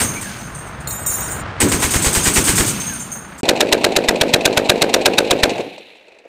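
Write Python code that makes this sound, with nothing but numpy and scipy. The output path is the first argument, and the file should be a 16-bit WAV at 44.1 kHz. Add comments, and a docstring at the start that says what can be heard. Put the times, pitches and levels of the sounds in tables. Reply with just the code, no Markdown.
"""Two machine guns on an open range

The microphone stands close to each gun in turn, a moment of silence between them.
At night a heavy gun ends a burst, spent cases ring, and it fires again over the rolling echo of the land.
By day a lighter gun fires one long burst: each blast overloads the microphone and slaps back from ground and banks.
Blasts and clashes are shaped noise, slaps and pushes are short pressure waves, ringing metal is sines and resonances."""
import sys
import numpy as np
from scipy import signal
from scipy.fft import rfft, irfft, next_fast_len
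from scipy.io import wavfile

SR = 44100
rng = np.random.default_rng(int(sys.argv[2]) if len(sys.argv) > 2 else 0)


def materialize(psi):
    """Save the field psi as 16-bit PCM at rate SR to the path in sys.argv[1].

    A 1-D psi becomes a single channel; in a 2-D psi each row is a channel.
    """
    bounded = np.clip(np.atleast_2d(psi).T, -1, 1)
    quanta = np.round(bounded * 32767).astype(np.int16)
    wavfile.write(sys.argv[1], SR, quanta)


N = 276939
TIME = np.arange(N) / SR
# In every spectrum table below, level_db shapes the tone only; the loudness is set where it is played.


def amp(db):
    """Decibels to gain."""
    return 10 ** (np.asarray(db) / 20)


def unit(x):
    """Scales to rms 1."""
    return x / np.sqrt(np.mean(x ** 2) + 1e-20)


def add(mix, s, sound):
    """Mixes a sound in at time s."""
    part = mix[max(round(s * SR), 0):][:len(sound)]
    part += sound[:len(part)]


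def colour(x, spectrum):
    """Gives x a spectrum that falls away steeply beyond its ends; rms 1."""
    f, db = np.transpose(spectrum)
    size = next_fast_len(len(x))
    hz = np.fft.rfftfreq(size, 1 / SR) + 1  # keeps the logarithm finite
    ends = np.minimum(hz / f[0], 1) ** 2 * np.minimum(f[-1] / hz, 1) ** 2
    gain = ends * amp(np.interp(np.log(hz), np.log(f), db))
    return unit(irfft(rfft(x, size) * gain, size)[:len(x)])


def noise(spectrum, grain_db=0, grain_s=.002, size=N):
    """Coloured noise whose level wanders by grain_db, so that it comes in short clumps."""
    knots = rng.standard_normal(size // 8)
    clumps = np.interp(TIME[:size] / max(grain_s, .0003), np.arange(len(knots)), knots)
    return colour(rng.standard_normal(size) * amp(grain_db * clumps), spectrum)


def wander(u, knots):
    """Random curve through the knots, one knot per unit of u."""
    return np.interp(u, np.arange(len(knots)), knots)


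def burst(t, rise, hold, fall):
    """Envelope that rises, holds until time hold and dies exponentially."""
    return np.clip(t / rise, 0, 1) * np.exp(-np.maximum(t - hold, 0) / fall)


def strikes(rows, shape):
    """Level of overlapping blows (start_s, level_db) that share one envelope; their powers add."""
    power = np.zeros(N)
    for s, db in rows:
        add(power, s, (amp(db) * shape) ** 2)
    return np.sqrt(power)


def pulse(t, hz, cycles):
    """A pressure wave reduced to a few swings about its trough."""
    return -np.cos(2 * np.pi * hz * t) * np.exp(-(t * hz / cycles) ** 2)


def ringing(spectrum, fall, share):
    """Response of a steel body: the blow itself plus a thicket of modes that die together."""
    t = TIME[:SR // 5]
    tail = noise(spectrum, size=len(t)) * np.exp(-t / fall)
    return np.sqrt(1 - share) * (t == 0) + np.sqrt(share) * tail / np.linalg.norm(tail)


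def pings(spectrum, per_s, fall, count=90):
    """Many small pieces of metal, each with its own pitch, struck at random per_s times a second."""
    t, out = TIME[:SR // 8], np.zeros(N)
    for hz in rng.uniform(4000, 15500, count):
        ping = np.sin(2 * np.pi * hz * t) * np.exp(-t / fall)
        starts = np.cumsum(rng.exponential(1, size=120)) / per_s
        for s, size in zip(starts, rng.standard_normal(size=120)):
            add(out, s, amp(1.8 * size) * ping)
    return colour(out, spectrum)


# The land at night, one row each for rumble, boom and roar:
# shot_echo_db, echo_fall_s, far_hills_db, steady_background_db
NIGHT_LAND = [(-34, 0.2, -30, -43.5), (-31, 0.41, -37, -47.5), (-30, 0.24, -29, -38)]
# Spectrum of the low rumble: freq_hz, level_db
RUMBLE_SPECTRUM = [(15, -30), (25, -16), (59, -3), (97, -4.5), (140, -1.5), (170, -9), (220, -26),
                   (370, -120)]
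# Spectrum of the hollow boom from afar: freq_hz, level_db
FAR_BOOM_SPECTRUM = [(130, -3.5), (190, 4), (260, -2), (340, -16), (480, -27.5)]
# Spectrum of the distant roar: freq_hz, level_db
ROAR_SPECTRUM = [(180, -32.5), (300, 0), (408, -3), (477, -3), (574, -2), (1470, -0.5), (3890, -18.5),
                 (7910, -32), (9090, -35), (12000, -57), (15600, -74), (22000, -120)]
# Spectrum of the blast scattered by ground and scrub: freq_hz, level_db
SCRUB_SPECTRUM = [(1200, -24), (2200, 11.5), (4000, 4.5), (6500, 3.5), (9000, -1.5), (14500, -12)]
HILLS_S, HILLS_RISE_S, HILLS_FALL_S = 1.41, 0.8, 0.42  # earlier fire returns from the far hills in one swell


def night_roll():
    """The land returns the shots as a lumpy rumble, a hollow boom and a distant roar; the nearer ground hisses."""
    hills = np.exp(np.minimum((TIME - HILLS_S) / HILLS_RISE_S, (HILLS_S - TIME) / HILLS_FALL_S))
    levels = []
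    for echo_db, fall, hills_db, steady_db in NIGHT_LAND:
        echo = strikes([(row[0], echo_db) for row in HEAVY_GUN_SHOTS], burst(TIME, 0.017, 0.02, fall))
        levels.append(np.sqrt(echo ** 2 + (amp(hills_db) * hills) ** 2 + amp(steady_db) ** 2))
    rumble = levels[0] * noise(RUMBLE_SPECTRUM, grain_db=1.5, grain_s=0.012)
    boom = levels[1] * noise(FAR_BOOM_SPECTRUM, grain_db=1.0, grain_s=.015)
    roar = levels[2] * noise(ROAR_SPECTRUM, grain_db=1.9, grain_s=0.0042)
    hiss = strikes([row[:2] for row in HEAVY_GUN_SHOTS], burst(TIME[:SR], 0.039, 0.33, 0.14))
    hiss *= amp(-19.5) * noise(SCRUB_SPECTRUM, grain_db=2.5, grain_s=.006)
    return rumble + boom + roar + hiss


# Spectrum of the steady air by day: freq_hz, level_db
DAY_AIR_SPECTRUM = [(24, -65.5), (40, -21), (108, -28), (443, -2), (478, 1.5), (514, 0), (612, -0.5),
                    (1170, -18.5), (2580, -9), (3140, -22.5), (3930, -26), (5560, -29), (15000, -53)]


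def day_air():
    """The steady, slightly uneven noise of the range by day."""
    return amp(-49) * noise(DAY_AIR_SPECTRUM, grain_db=2.5, grain_s=0.0055)


SLAP_NEAR_HZ, SLAP_FAR_HZ, SLAP_DULL_S = 715, 400, 0.015  # longer paths return a duller wave
SNAP_DB, SNAP_HZ, SNAP_REACH_S = -9.5, 1490, 0.054  # the sharp edge fades with the length of the path


def slap(t, delay):
    """One reflection of the blast: the longer its path, the duller it returns."""
    hz = SLAP_FAR_HZ + (SLAP_NEAR_HZ - SLAP_FAR_HZ) * np.exp(-delay / SLAP_DULL_S)
    snap = amp(SNAP_DB) * np.exp(-(delay / SNAP_REACH_S) ** 2)
    return pulse(t - delay, hz, 0.57) + snap * pulse(t - delay, SNAP_HZ, 0.81)


# Slaps from the ground and the banks after each shot: delay_s, level_db
BANK_SLAPS = [(0.0131, -4.5), (0.0233, -12.5), (.0265, -4.5), (0.0283, -13), (0.0428, -14), (0.0467, -8.5),
              (.0644, -10), (0.0847, -12), (0.0888, -20)]
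# Spectrum of the scatter from the far slope: freq_hz, level_db
DAY_ECHO_SPECTRUM = [(24, -71), (40, -28.5), (177, -9.5), (206, -6.5), (346, -2), (466, -1.5), (643, -3),
                     (784, -6.5), (956, -15), (1230, -27), (1730, -21), (2280, -21), (4030, -29),
                     (5700, -36.5), (15000, -50)]
SIZZLE_SPECTRUM = [(1500, -26), (2100, -4.5), (2550, 3.0), (3200, -7), (4000, -2.5),
                   (5000, -24), (9000, -28.5)]  # freq_hz, level_db


def day_echoes():
    """Every shot meets the same ground and banks: distinct slaps, then scatter from the far slope."""
    t, out = TIME[:SR], np.zeros(N)
    slaps = sum(amp(db) * slap(t, delay) for delay, db in BANK_SLAPS)
    spread = burst(t - .008, 0.0076, 0.15, 0.089) + amp(-22.0) * burst(t, 0.087, 0.076, 0.14)
    scatter = noise(DAY_ECHO_SPECTRUM, grain_db=1, grain_s=0.0016, size=SR)  # the same after every shot
    for s, _, _ in LIGHT_GUN_SHOTS:
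        stirred = noise(DAY_ECHO_SPECTRUM, grain_db=3.5, grain_s=.005, size=SR)  # new for each shot
        add(out, s, slaps + spread * (amp(-28.5) * scatter + amp(-27) * stirred))
    # the land already rings as the burst opens
    earlier = amp(-20.5) * burst(TIME - DAY_START_S, .001, 0.026, 0.19) * noise(DAY_ECHO_SPECTRUM)
    # the bullets' crack returns from down the range
    sizzle = strikes([row[:2] for row in LIGHT_GUN_SHOTS], burst(t, 0.13, 0.35, 0.2))
    sizzle *= amp(-37.5) * noise(SIZZLE_SPECTRUM, grain_db=3.0, grain_s=0.0041)
    return out + earlier + sizzle


# Short low waves by day: the first two are slaps from an earlier shot, the rest dull knocks:
# start_s (of the trough), level_db, pitch_hz
LOW_WAVES = [(3.4317, -3.5, 258), (3.454, -12, 540), (5.598, -11.5, 515), (5.609, -14, 536),
             (5.68, -21, 400), (5.805, -29, 450), (6.26, -28.5, 520)]


def low_waves():
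    """Slaps from an earlier shot, then dull knocks, each a short pressure wave of a swing or two."""
    out = np.zeros(N)
    for s, db, hz in LOW_WAVES:
        add(out, s - .01, amp(db) * pulse(TIME[:SR] - .01, hz, .8))
    return out


# Ricochets whining away at night: start_s, length_s, level_db, first_pitch_hz, last_pitch_hz
RICOCHET_WHINES = [(0.145, 0.061, -29, 2200, 2320), (0.2, 0.15, -34, 2100, 1510),
                   (2.863, .11, -33, 2000, 1500)]
TUMBLE_HZ_SHARE, TUMBLE_DB, TUMBLE_S = 0.025, 3, 0.002  # a tumbling bullet flutters in pitch and level


def ricochets():
    """Tumbling bullets whine briefly, their pitch settling as they fly off."""
    out = np.zeros(N)
    for s, length, db, first_hz, last_hz in RICOCHET_WHINES:
        u = np.linspace(0, 1, int(length * SR))
        wobble, flutter = (wander(u * length / TUMBLE_S, k) for k in rng.standard_normal(size=(2, 80)))
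        hz = last_hz + (first_hz - last_hz) * (1 - u) ** 2
        hz *= 1 + TUMBLE_HZ_SHARE * wobble
        level = amp(db + TUMBLE_DB * flutter) * np.sin(np.pi * u)
        add(out, s, level * np.sin(2 * np.pi * np.cumsum(hz) / SR))
    return out


# Spent cases bouncing: start_s, tick_db, ring_db
CASE_BOUNCES = [(0.874, -24, -25.5), (0.909, -23, -27), (1.063, -20, -19.5), (1.102, -22, -27),
                (1.141, -30, -27), (1.206, -35, -29.5), (1.274, -29, -32), (1.309, -22, -36.5),
                (1.365, -29, -52)]
# Ringing modes of a brass case, levels relative to each other: pitch_hz, level_db
BRASS_MODES = [(3774, -52), (5631, -47), (6551, -41), (7117, -31.5), (7650, -63), (8140, -32), (9033, -46),
               (10449, -42), (10837, -40), (11816, -51), (12252, -41), (13878, -35), (14740, -39),
               (15208, -39)]
# Spectrum of the tick at each bounce: freq_hz, level_db
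TICK_SPECTRUM = [(4500, -21), (5300, -19), (6500, -4), (7700, 1), (9100, -1), (10000, -9), (14000, -24),
                 (15500, 1.5)]
# Short high pings of the cases as they bounce: start_s, level_db, pitch_hz
CASE_PINGS = [(0.873, -24.5, 4230), (0.907, -27, 4200), (1.135, -36, 4980), (1.207, -23, 6550),
              (1.285, -34, 4980)]
SKITTER_SPECTRUM = [(4500, -15), (5600, -29), (6500, 3), (7700, -14), (9100, 5), (10000, -23),
                    (14000, -17)]  # freq_hz, level_db
CASES_REST_S = 1.41
SPIN_S, SPIN_DB, SPIN_SHARE = 0.018, 5, 0.0014  # a tumbling case: time of a swing, its swing in level and in pitch


def cases():
    """Brass cases tick and ping as they bounce, ring unevenly as they tumble, and skitter until they rest."""
    t, ring = TIME[:SR * 3 // 4], np.zeros(N)
    hz, db = np.transpose(BRASS_MODES)[:, :, None]
    t60 = .7 * (8000 / hz) ** .7  # higher modes die sooner (s)
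    for s, _, ring_db in CASE_BOUNCES:
        place, turn, detune = rng.standard_normal((3, len(hz), 1))
        # each mode swings towards and away from the microphone on its own
        facing = np.array([wander(t / SPIN_S, k) for k in rng.standard_normal(size=(len(hz), 64))])
        pitch = hz * (1 + 0.00077 * detune + SPIN_SHARE * facing[::-1])
        cycles = np.cumsum(pitch, axis=1) / SR
        modes = amp(db + 2.1 * place) * np.sin(2 * np.pi * (cycles + turn))
        modes *= amp(ring_db) / modes.sum(0).std()
        add(ring, s, (modes * amp(SPIN_DB * facing - 60 * t / t60)).sum(0))
    for s, ping_db, ping_hz in CASE_PINGS:
        add(ring, s, amp(ping_db) * np.sin(2 * np.pi * ping_hz * t) * np.exp(-t / 0.0069))
    ticks = strikes([row[:2] for row in CASE_BOUNCES], burst(t, .0008, 0.0023, 0.0094))
    ticks *= noise(TICK_SPECTRUM, grain_db=8)
    skitter = amp(-29.5) * burst(TIME - 1.09, 0.014, 0.039, 0.19)
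    skitter *= pings(SKITTER_SPECTRUM, per_s=22, fall=0.013)
    return (ring + ticks + skitter) * np.exp(-np.maximum(TIME - CASES_REST_S, 0) / 0.0099)


# The heavy action after each shot, from unlocking to slamming shut on the next round:
# delay_s, level_db (relative)
HEAVY_BOLT_CYCLE = [(.001, -4), (.016, -4.5), (0.043, -12), (.083, -2.5), (0.095, -7.5)]
BOLT_SPREAD_DB = 0.5  # from blow to blow
SLACK_DB, SLACK_S = -11.5, 0.296  # the belt clashes more softly until it has pulled taut


def bolt_blows():
    """The action repeats one cycle after every shot of the full burst: rows (start_s, level_db)."""
    times = [row[0] for row in HEAVY_GUN_SHOTS[1:]]
    s, db = np.transpose([(shot + delay, db) for shot in times for delay, db in HEAVY_BOLT_CYCLE])
    slack = SLACK_DB * np.exp(-(s - times[0]) / SLACK_S)
    return list(zip(s, db + slack + BOLT_SPREAD_DB * rng.standard_normal(len(s))))


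# Single clanks as the heavy gun starts, stops and the belt swings out, levels relative:
# start_s, clash_db, ring_db, link_pitch_hz (of the link that is hit)
BELT_CLANKS = [(.0044, -7.5, -24, 8620), (0.024, -10.5, -45, 8500), (.2094, -18, -38, 8800),
               (.385, -30, -48, 6000), (.546, -28, -40.5, 8700), (.5844, -33, -43.5, 8700),
               (.6674, -33, -58, 8700), (0.801, -32, -51, 8800), (1.601, -1.5, -40, 8650),
               (2.688, -12, -38, 6400), (2.7975, -19, -29.5, 6330), (2.865, -35, -29.5, 6420),
               (2.932, -36, -33, 8850), (2.995, -23, -36, 7200), (3.1167, -23, -31.5, 6405),
               (3.3785, -23, -48, 7400)]
# Spectrum of the clash of steel: freq_hz, level_db
STEEL_SPECTRUM = [(1760, -26.5), (3000, -14), (3420, -13.5), (5130, -9.5), (6210, -7.5), (8530, 4),
                  (10500, -14), (14600, -12), (15500, -18.5)]
# Resonances of the loose links, levels relative: pitch_hz, width_hz, level_db
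LINK_RESONANCES = [(6380, 25, 1), (6450, 144, -3.5), (7060, 47, -4.5), (8650, 21, -3), (8820, 37, 2.5),
                   (9970, 27, -10.5), (10970, 82, -13.5), (14100, 52, -16.5)]
# Spectrum of the jingling links: freq_hz, level_db
JINGLE_SPECTRUM = [(3240, -51.5), (5500, -27), (6320, -3), (7610, -22), (8710, -2.5), (9830, -20),
                   (14300, -19), (15500, -16)]


def belt():
    """Steel links clash and ring the receiver, then jingle on in their own resonances."""
    blows = bolt_blows() + [row[:2] for row in BELT_CLANKS]
    clash = strikes(blows, burst(TIME[:SR // 2], 0.0018, 0.0029, 0.013))
    clash *= noise(STEEL_SPECTRUM, grain_db=4, grain_s=0.00062)
    receiver = ringing([(2000, 0.0078), (15000, 0)], fall=0.024, share=0.91)
    clash = signal.oaconvolve(clash, receiver)[:N]

    hz = np.fft.rfftfreq(N, 1 / SR)
    body = sum(amp(db) / (1 + (2 * (hz - f) / width) ** 2) for f, width, db in LINK_RESONANCES)
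    shaking = noise([(4000, 0), (15000, 0)], grain_db=4.5, grain_s=.025)
    shiver = unit(irfft(rfft(shaking) * body, N))
    jingle = amp(-5.5) * shiver + amp(-5) * pings(JINGLE_SPECTRUM, per_s=13, fall=0.0256, count=130)

    # each shot shakes the loose links, each clank rings them
    shaken = strikes([(row[0], -27.5) for row in HEAVY_GUN_SHOTS], burst(TIME, 0.0397, 0.096, 0.25))
    t, tones = TIME[:SR], np.zeros(N)
    rung = amp(2) * strikes([(s, db) for s, _, db, _ in BELT_CLANKS], burst(t, .002, .025, 0.066))
    # the link that is hit sings out over the others
    for s, _, db, link_hz in BELT_CLANKS:
        add(tones, s, amp(db + 10) * np.sin(2 * np.pi * link_hz * t) * burst(t, 0.0069, 0, 0.037))
    return amp(-9.0) * clash + np.hypot(shaken, rung) * jingle + tones


def feed():
    """The belt jerks into the light gun: a few stray ticks in every cycle."""
    rows = []
    for s, _, _ in LIGHT_GUN_SHOTS:
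        rows += zip(s + rng.uniform(.045, .11, size=3), -27 + 2 * rng.standard_normal(size=3))
    return strikes(rows, burst(TIME[:SR // 8], .0003, 0.00076, 0.00067))


# The light action's rattle around each shot: a faint noise just before it, then the cycling:
# delay_s (negative before the shot), level_db, length_s
LIGHT_ACTION = [(-.009, -19.5, 0.017), (0.019, -21.5, 0.00453), (0.067, -25, 0.0071), (.072, -37.5, .006),
                (0.084, -25, 0.0094)]
# Short rattles by the light gun: two with the opening slaps, the rest links dropping; levels relative:
# start_s, level_db
SHORT_RATTLES = [(3.4315, -11), (3.4535, -12), (3.5628, -17), (5.493, -12.5), (5.5563, -20), (5.58, -17),
                 (5.606, -19), (5.7796, -25.5), (6.0815, -36.5), (6.186, -35)]
# Spectrum of the rattling action and links: freq_hz, level_db
RATTLE_SPECTRUM = [(590, 8), (1000, 0.5), (1320, -55), (1970, -8), (2560, 4), (3300, -11), (4050, -1.5),
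                   (5040, -15.5), (7970, -15.5), (14500, -53), (15500, -53)]
SETTLE_S, SETTLE_END_S, SETTLE_DB, SETTLE_DB_PER_S = 5.65, 6.25, -38, -9  # small links settle after the burst


def light_rattle():
    """The action rattles around each shot, and short rattles and dropping links join: noise in short envelopes."""
    t, action = TIME[:SR // 4], np.zeros(N)
    for s, _, _ in LIGHT_GUN_SHOTS:
        chance = rng.standard_normal((len(LIGHT_ACTION), 2))
        for (delay, db, length), (late, loud) in zip(LIGHT_ACTION, chance):
            rattle = amp(db + 0.5 * loud) * burst(t, 0.002, length / 2, length)
            add(action, s + delay * (1 + 0.096 * late), rattle)
    settle_times = rng.uniform(SETTLE_S, SETTLE_END_S, size=8)
    settling = [(s, SETTLE_DB + SETTLE_DB_PER_S * (s - SETTLE_S)) for s in settle_times]
    rattles = amp(-5) * strikes(SHORT_RATTLES + settling, burst(t, 0.00066, 0.00082, 0.0075))
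    return (action + feed() + rattles) * noise(RATTLE_SPECTRUM, grain_db=1.5, grain_s=.0012)


def grazed(x, share):
    """Adds the bounce off the ground; its path changes as the microphone sways."""
    knots = rng.uniform(.0005, .0014, 64)  # delay of the bounce (s)
    delay = np.interp(TIME, np.linspace(0, TIME[-1], len(knots)), knots)
    return (x + share * np.interp(TIME - delay, TIME, x)) / np.hypot(1, share)


# Light gun close to the microphone, one row a shot: start_s, blast_db, push_db (low push of the gas wave)
LIGHT_GUN_SHOTS = [(3.4886, -5, -22), (3.6058, -6, -42), (3.7252, -4.5, -19), (3.8423, -6, -28),
                   (3.9629, -6.5, -26), (4.0854, -6, -15), (4.2113, -6, -21), (4.3374, -4, -23),
                   (4.4538, -4.5, -30), (4.5727, -6.5, -21), (4.695, -3, -25), (4.8188, -6, -37),
                   (4.94, -5, -40), (5.0574, -3.5, -75.5), (5.182, -5.5, -47.5), (5.308, -7, -20),
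                   (5.433, -5.5, -12)]
# Spectrum of the tearing crack: freq_hz, level_db
CRACK_SPECTRUM = [(35, -43), (60, -13), (572, -3), (1230, -10), (2530, -4), (3120, -9), (3760, -0.5),
                  (4520, -9), (7900, -14.5), (11700, -23.5), (12900, -24.5), (14500, -23.5), (15500, -45)]
# Spectrum of the blast scattered by the nearby ground: freq_hz, level_db
BARK_SPECTRUM = [(500, 4), (900, -20), (1600, 3.5), (2400, -31), (4000, -21.5), (8000, -22.5), (14000, -32)]


def light_gun():
    """A short tearing crack, a bark and a low push for each shot."""
    t, shots = TIME[:SR // 4], np.array(LIGHT_GUN_SHOTS)[:, :2]
    crack = strikes(shots, burst(t, 0.00017, 0.0079, 0.0019))
    crack *= noise(CRACK_SPECTRUM, grain_db=0.5, grain_s=0.0013)
    bark = amp(-19.5) * strikes(shots, burst(t - .006, 0.0048, 0.0236, 0.00078))
    bark *= noise(BARK_SPECTRUM, grain_db=0.5, grain_s=0.00088)
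    push = np.zeros(N)
    for s, _, push_db in LIGHT_GUN_SHOTS:
        add(push, s - .01, amp(push_db) * pulse(t - .015, 45, 0.18))
    return grazed(crack, share=0.17) + bark + push


# Heavy gun close to the microphone, one row a shot: start_s, blast_db, thump_db, boom_db
HEAVY_GUN_SHOTS = [(0.0, -18, -19, -25), (1.601, -15.5, -12, -13), (1.716, -16.5, -11, -27),
                   (1.821, -15.5, -12, -25.5), (1.936, -16.5, -8, -22.5), (2.044, -15.5, -8, -22),
                   (2.148, -15.5, -8.5, -25.5), (2.253, -14, -12, -23), (2.356, -14, -9.5, -19.5),
                   (2.47, -15.5, -13, -20.5), (2.577, -16, -9, -19.5)]
# Spectrum of the ragged blast: freq_hz, level_db
HEAVY_BLAST_SPECTRUM = [(120, -28), (200, -5), (430, -1), (596, -7.5), (1400, -7.5), (1560, -3.5),
                        (4750, -12), (8660, -10.5), (15500, -25)]
# Spectrum of the near echo of the heavy gun: freq_hz, level_db
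NEAR_BOOM_SPECTRUM = [(40, -24.5), (110, 1), (190, -7.5), (290, -0.5), (420, -7.5), (700, -22),
                      (1500, -21.5)]
THUMP_DELAY_S = 0.0232  # the gas wave follows the blast


def heavy_gun():
    """A long ragged blast, a low thump that sinks in pitch, and a boom from the surroundings."""
    shots, t = np.array(HEAVY_GUN_SHOTS), TIME[:SR]
    blast = strikes(shots[:, :2], burst(t, 0.0023, 0.02, 0.026))
    blast *= noise(HEAVY_BLAST_SPECTRUM, grain_db=3, grain_s=.0012)
    steel = ringing([(300, 0.0063), (15000, 0)], fall=0.017, share=0.068)
    blast = signal.oaconvolve(blast, steel)[:N]
    boom = strikes(shots[:, [0, 3]], burst(t - .022, 0.0028, 0.012, 0.1)) * noise(NEAR_BOOM_SPECTRUM)
    sinking_hz = 32 + 62 * np.exp(-t / 0.0094)
    thump = -np.sin(2 * np.pi * np.cumsum(sinking_hz) / SR) * burst(t, 0.0024, 0.0026, 0.0077)
    thumps = np.zeros(N)
    for s, _, db, _ in shots:
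        add(thumps, s + THUMP_DELAY_S, amp(db) * thump)
    return blast + boom + thumps


NIGHT_END_S, DAY_START_S = 3.411, 3.432


def scene():
    """Night, a moment of silence, then day; both sit in the middle."""
    night = night_roll() + ricochets() + cases() + belt() + heavy_gun()
    night *= np.clip((NIGHT_END_S - TIME) / 0.0019, 0, 1)
    day = day_air() + day_echoes() + low_waves() + light_rattle() + light_gun()
    day *= np.clip((TIME - DAY_START_S) / 0.00047, 0, 1)
    return np.array([night + day, night + day])


CEILING, EDGE_HZ = .88, 15600  # overload level (full scale 1) and upper band limit of the microphone


def record(dry):
    """The microphone overloads with a firm knee; then the band limit."""
    clipped = dry / (1 + (dry / CEILING) ** 6) ** (1 / 6)
    low_pass = signal.firwin(255, EDGE_HZ, window=("kaiser", 9), fs=SR)
    return signal.oaconvolve(clipped, low_pass[None], "same")


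dry = scene()
out = record(dry)
materialize(out)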